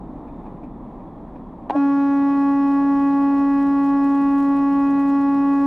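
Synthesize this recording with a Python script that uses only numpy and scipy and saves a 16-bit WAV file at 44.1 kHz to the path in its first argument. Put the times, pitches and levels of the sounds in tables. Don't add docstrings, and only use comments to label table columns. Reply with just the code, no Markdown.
import sys
import numpy as np
from scipy import signal
from scipy.fft import rfft, irfft, next_fast_len
from scipy.io import wavfile
from scipy.ndimage import uniform_filter1d, map_coordinates

SR = 44100
rng = np.random.default_rng(int(sys.argv[2]) if len(sys.argv) > 2 else 0)


def materialize(psi):
    bounded = np.clip(np.atleast_2d(psi).T, -1, 1)
    quanta = np.round(bounded * 32767).astype(np.int16)
    wavfile.write(sys.argv[1], SR, quanta)


N = 249606


def amp(db):
    return 10 ** (np.asarray(db) / 20)


def unit(x):
    return x / np.sqrt(np.mean(x ** 2) + 1e-20)


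def curves(rows):
    times, *columns = np.transpose(rows)
    return [np.interp(np.arange(N) / SR, times, column) for column in columns]


def since(start):
    return np.maximum(np.arange(N) / SR - start, 0)


def step(at, rise):
    return .5 + .5 * np.tanh((np.arange(N) / SR - at) / (2 * rise))


def wobble(rate):
    knots = rng.standard_normal(int(N * rate / SR) + 4)
    return map_coordinates(knots, [np.arange(N) * rate / SR])


def filtered(x, response):
    m = next_fast_len(N + SR // 2)
    return irfft(rfft(x, m) * response(np.fft.rfftfreq(m, 1 / SR)), m)[:N]


def coloured(x, spectrum):
    f, db = np.transpose(spectrum)
    return unit(filtered(x, lambda hz: amp(np.interp(np.log(hz + 1), np.log(f), db))))


def noise(spectrum):
    return coloured(rng.standard_normal(N), spectrum)


def ring(x, modes):
    def response(f):
        total = 0
        for k, (centre, width, db) in enumerate(modes):
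            damping = 1j * f * width
            total = total + (-1) ** k * amp(db) * damping / (centre * centre - f * f + damping)
        return total
    return filtered(x, response)


def bursts(times, levels, t60):
    t = np.arange(N) / SR
    return sum((t >= s) * amp(db - 60 * np.abs(t - s) / t60) for s, db in zip(times, levels))


# (t/s, level/dB)
RUMBLE_COURSE = [(0.05, -44), (1.09, -48), (1.57, -48.5), (1.89, -57.5), (3.04, -51), (5.55, -52.5)]
# (f/Hz, level/dB per Hz)
RUMBLE_SPECTRUM = [(15, -24), (25, -4.5), (36, -3.5), (55, -0.5), (75, -9), (120, -29.5), (500, -120)]
BOOM_SPECTRUM = [(40, -35.5), (80, -9.5), (120, -6.5), (170, -0.5), (220, 0), (260, 3), (320, -1),
                 (380, -10), (600, -56.5), (2000, -120)]
ROAD_SPECTRUM = [(200, -24), (380, 0.5), (550, -0.5), (800, 0.5), (1050, -2.5), (1250, -12), (1500, -24),
                 (1800, -22.5), (2400, -32), (2900, -38), (3600, -37.5), (5000, -49), (7000, -51),
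                 (12500, -53), (15000, -66)]
BOOM_DB, BOOM_FOLLOWS = -39, .27
ROAD_DB, ROAD_FOLLOWS = -44, 0.12


def cab(firing_db=-1, lumps_db=0.87, drift_db=1.08):
    rumble_db, = curves(RUMBLE_COURSE)
    rumble_change_db = rumble_db - rumble_db.mean()
    firing_hz = 29 + .6 * wobble(10)
    throb = np.sin(2 * np.pi * np.cumsum(firing_hz) / SR)
    firing = unit(throb * amp(1.7 * wobble(4.8)))
    engine = amp(rumble_db) * (noise(RUMBLE_SPECTRUM) + amp(firing_db) * firing)
    boom_db = BOOM_DB + BOOM_FOLLOWS * rumble_change_db + lumps_db * wobble(15)
    road_db = ROAD_DB + ROAD_FOLLOWS * rumble_change_db + drift_db * wobble(5.9)
    return engine + amp(boom_db) * noise(BOOM_SPECTRUM) + amp(road_db) * noise(ROAD_SPECTRUM)


WHINE_HZ, WHINE_FALL_HZ, WHINE_FALL_S = 3260, 366, 1.1
WHINE_START_DB, WHINE_FADE_DB = -82, 7


def whistle(flicker_db=3.0):
    speed = np.exp(-(since(0) / WHINE_FALL_S) ** 2)
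    phase = 2 * np.pi * np.cumsum(WHINE_HZ + WHINE_FALL_HZ * speed) / SR
    band = unit(wobble(300) * np.sin(phase) * amp(flicker_db * wobble(15)))
    return amp(WHINE_START_DB - WHINE_FADE_DB * (1 - speed)) * band


# (t/s, relative buzz level/dB, relative thump level/dB)
KNOCKS = [(0.275, -56, -38), (0.457, -55, -31), (0.633, -50.5, -33), (1.0, -59, -32.5), (1.189, -67, -46),
          (1.355, -54, -33), (1.622, -65, -39), (1.657, -66, -31)]
# (f/Hz, level/dB per Hz)
BUZZ_SPECTRUM = [(800, -20), (1750, -2), (2100, -11.5), (2450, -1), (2900, -20), (4700, -28), (6500, -37),
                 (15000, -44.5)]
THUMP_SPECTRUM = [(100, -31), (200, -1.5), (280, 6), (380, -15), (900, -11), (2500, -100)]


def rattles(buzz_db=-3, thump_db=-1):
    def softened(envelope):
        return np.abs(uniform_filter1d(envelope, size=500))
    times, buzz_levels, thump_levels = np.transpose(KNOCKS)
    buzz = noise(BUZZ_SPECTRUM) * softened(bursts(times, buzz_levels, t60=0.14))
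    thump = noise(THUMP_SPECTRUM) * softened(bursts(times, thump_levels, t60=0.26))
    return amp(buzz_db) * buzz + amp(thump_db) * thump


START = 1.6965
CLICKS_PER_S, CLICKS_GROW_S = 190, 2.3
# (f/Hz, level/dB per Hz)
CLICK_SPECTRUM = [(600, -22), (1500, 11), (3000, 9), (4500, 0.5), (7000, 1), (10000, -4.5), (14500, -6.5),
                  (16000, -18)]


def crackle(level_db=-67, scatter_db=2, clump_db=4.5, swell_db=4.5):
    rate = CLICKS_PER_S * np.minimum(since(START) / CLICKS_GROW_S, 1)
    clumping = amp(swell_db * wobble(18) + clump_db * wobble(45))
    hits = rng.random(N) < rate * clumping / SR
    strengths = amp(scatter_db * rng.uniform(-2, 2, N))
    puffs = np.convolve(hits * strengths, signal.windows.hann(50), "same")
    return amp(level_db) * coloured(puffs * rng.standard_normal(N), CLICK_SPECTRUM)


# (t/s, f/Hz, level/dB, half-length/s)
BELL_NOTES = [(1.722, 747, -27.5, 0.011), (1.756, 580, -23.5, 0.0051), (1.753, 590, -25, 0.0053),
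              (1.774, 735, -31, 0.0035)]


def flares():
    t = np.arange(N) / SR
    squawk = np.zeros(N)
    for s, hz, db, half in BELL_NOTES:
        envelope = np.exp(-((t - s) / half) ** 2)
        squawk += np.sqrt(2) * amp(db) * envelope * np.cos(2 * np.pi * hz * (t - s))
    return squawk


# (t/s, relative kick level/dB, relative crack level/dB)
FIRST_BEATS = [(1.6968, -15, -6), (1.6986, 1, -13), (1.7058, 2, 0), (1.7612, -9, -11)]
# (f/Hz, width/Hz, relative level/dB)
BELL_MODES = [(313, 130, -9.5), (824, 152, 5.5), (1017, 260, -4.5), (1480, 230, -16.5), (2610, 180, -23),
              (3230, 230, -39)]


def pops(ring_db=22, crack_db=-33, tail_db=-18):
    times, kick_levels, crack_levels = np.transpose(FIRST_BEATS)
    kicks = np.bincount(np.round(times * SR).astype(int), amp(kick_levels), N)
    dying = bursts(times, crack_levels, t60=0.022) + bursts(times, crack_levels + tail_db, t60=0.11)
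    crack_spectrum = [(500, 1.0), (1200, 10.5), (3200, 4.0), (5000, -13.5), (9000, -25), (15000, -28.0)]
    crack = noise(crack_spectrum) * dying
    ringing = filtered(ring(kicks, BELL_MODES), lambda hz: 1 / (1 + 1j * hz / 1900) ** 2)
    return amp(ring_db) * ringing + amp(crack_db) * crack


CATCH_S, CATCH_RISE_S, WEAK_DB = .058, 0.0031, -17
SURGE_DB, SURGE_AFTER_S, SURGE_S = 1.2, 0.028, .014


def swing():
    caught = step(START + CATCH_S, CATCH_RISE_S)
    surge = np.exp(-((since(START) - CATCH_S - SURGE_AFTER_S) / SURGE_S) ** 2)
    return 20 * np.log10(amp(WEAK_DB) * (1 - caught) + caught) + SURGE_DB * surge


PITCH_HZ, SHARP_HZ, RELAX_S = 279.15, .8, .6
SLIDE_HZ, SLIDE_S = 25, .04


def horn_pitch():
    age = since(START)
    slide = SLIDE_HZ * np.exp(-(age / SLIDE_S) ** 2)
    return PITCH_HZ - slide + SHARP_HZ * np.exp(-age / RELAX_S)


# (harmonic number, level/dB)
FRESH_TONE = [(1, -2), (2, -25), (3, -18), (4, -20), (5, -29), (6, -30), (7, -39), (8, -45.5), (9, -38.5),
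              (10, -52), (11, -52.5), (12, -55.5), (13, -56.5), (14, -56), (15, -56.5), (16, -57.5),
              (17, -63.5), (18, -60.5), (19, -57.5), (20, -58.5), (21, -61.5), (22, -61.5), (23, -63)]
HELD_TONE = [(1, -2), (2, -26), (3, -18), (4, -18), (5, -32.5), (6, -32), (7, -36), (8, -50), (9, -40.5),
             (10, -51), (11, -53.5), (12, -56.5), (13, -59), (14, -60.5), (15, -57), (16, -62.5),
             (17, -68.5), (18, -61.5), (19, -57), (20, -67), (21, -64), (22, -69.5), (23, -68)]
# (f/Hz, level/dB per Hz)
FIZZ_SPECTRUM = [(600, -27.5), (1300, 9), (2000, 4.5), (3000, -4), (4500, -7), (6000, -10), (7200, -16),
                 (10000, -18), (14500, -23.5)]
OVERTONE_RISE_DB, OVERTONE_RISE_S = 20, .015
PULL_HZ, PULL_FADE_S = 42, 0.011


def horn(level_db=-14.0, lowest_db=-0.99, top_db=-1.48, waver_db=0.25, flutter_db=1.0, shimmer_db=2.0,
         jitter_hz=.16, fizz_db=-59.0, fizz_gain_db=2):
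    swing_db = swing()
    rise_db = -OVERTONE_RISE_DB * np.exp(-since(START) / OVERTONE_RISE_S)
    settled, = curves([(2.0, 0), (2.5, 1)])
    pressed, = curves([(START, 0), (START + .008, 1)])
    phase = 2 * np.pi * np.cumsum(horn_pitch() + jitter_hz * wobble(25)) / SR
    pull = PULL_HZ * (1 - step(START + CATCH_S, PULL_FADE_S))
    lag = 2 * np.pi * (np.cumsum(pull) - pull.sum()) / SR
    tone = np.zeros(N)
    for k, ((_, fresh_db), (_, held_db)) in enumerate(zip(FRESH_TONE, HELD_TONE), start=1):
        harmonic_db = fresh_db * (1 - settled) + held_db * settled
        if k == 1:
            angle = phase + lag
            drive_db = lowest_db + swing_db + waver_db * wobble(18)
        else:
            angle = k * phase
            depth_db = np.interp(k, [4, 10], [flutter_db, shimmer_db])
            late = np.clip((k - 4) / 5, 0, 1)
            drive_db = late * (swing_db + top_db) + depth_db * (.5 * wobble(5) + wobble(24))
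        spread = np.pi * k * k / 5
        tone += np.sqrt(2) * amp(harmonic_db + rise_db + drive_db) * np.cos(angle + spread)
    pulsing = unit(noise(FIZZ_SPECTRUM) * (1 + .5 * np.cos(phase)))
    fizz = amp(fizz_db + rise_db + fizz_gain_db * settled) * pulsing
    return pressed * (amp(level_db) * tone + fizz)


def scene():
    background = cab() + whistle() + rattles()
    blast = crackle() + flares() + pops() + horn()
    return (background + blast)[None]


TOP_HZ = 15200


def record(dry):
    return filtered(dry[0], lambda hz: hz < TOP_HZ)[None]


dry = scene()
out = record(dry)
materialize(out)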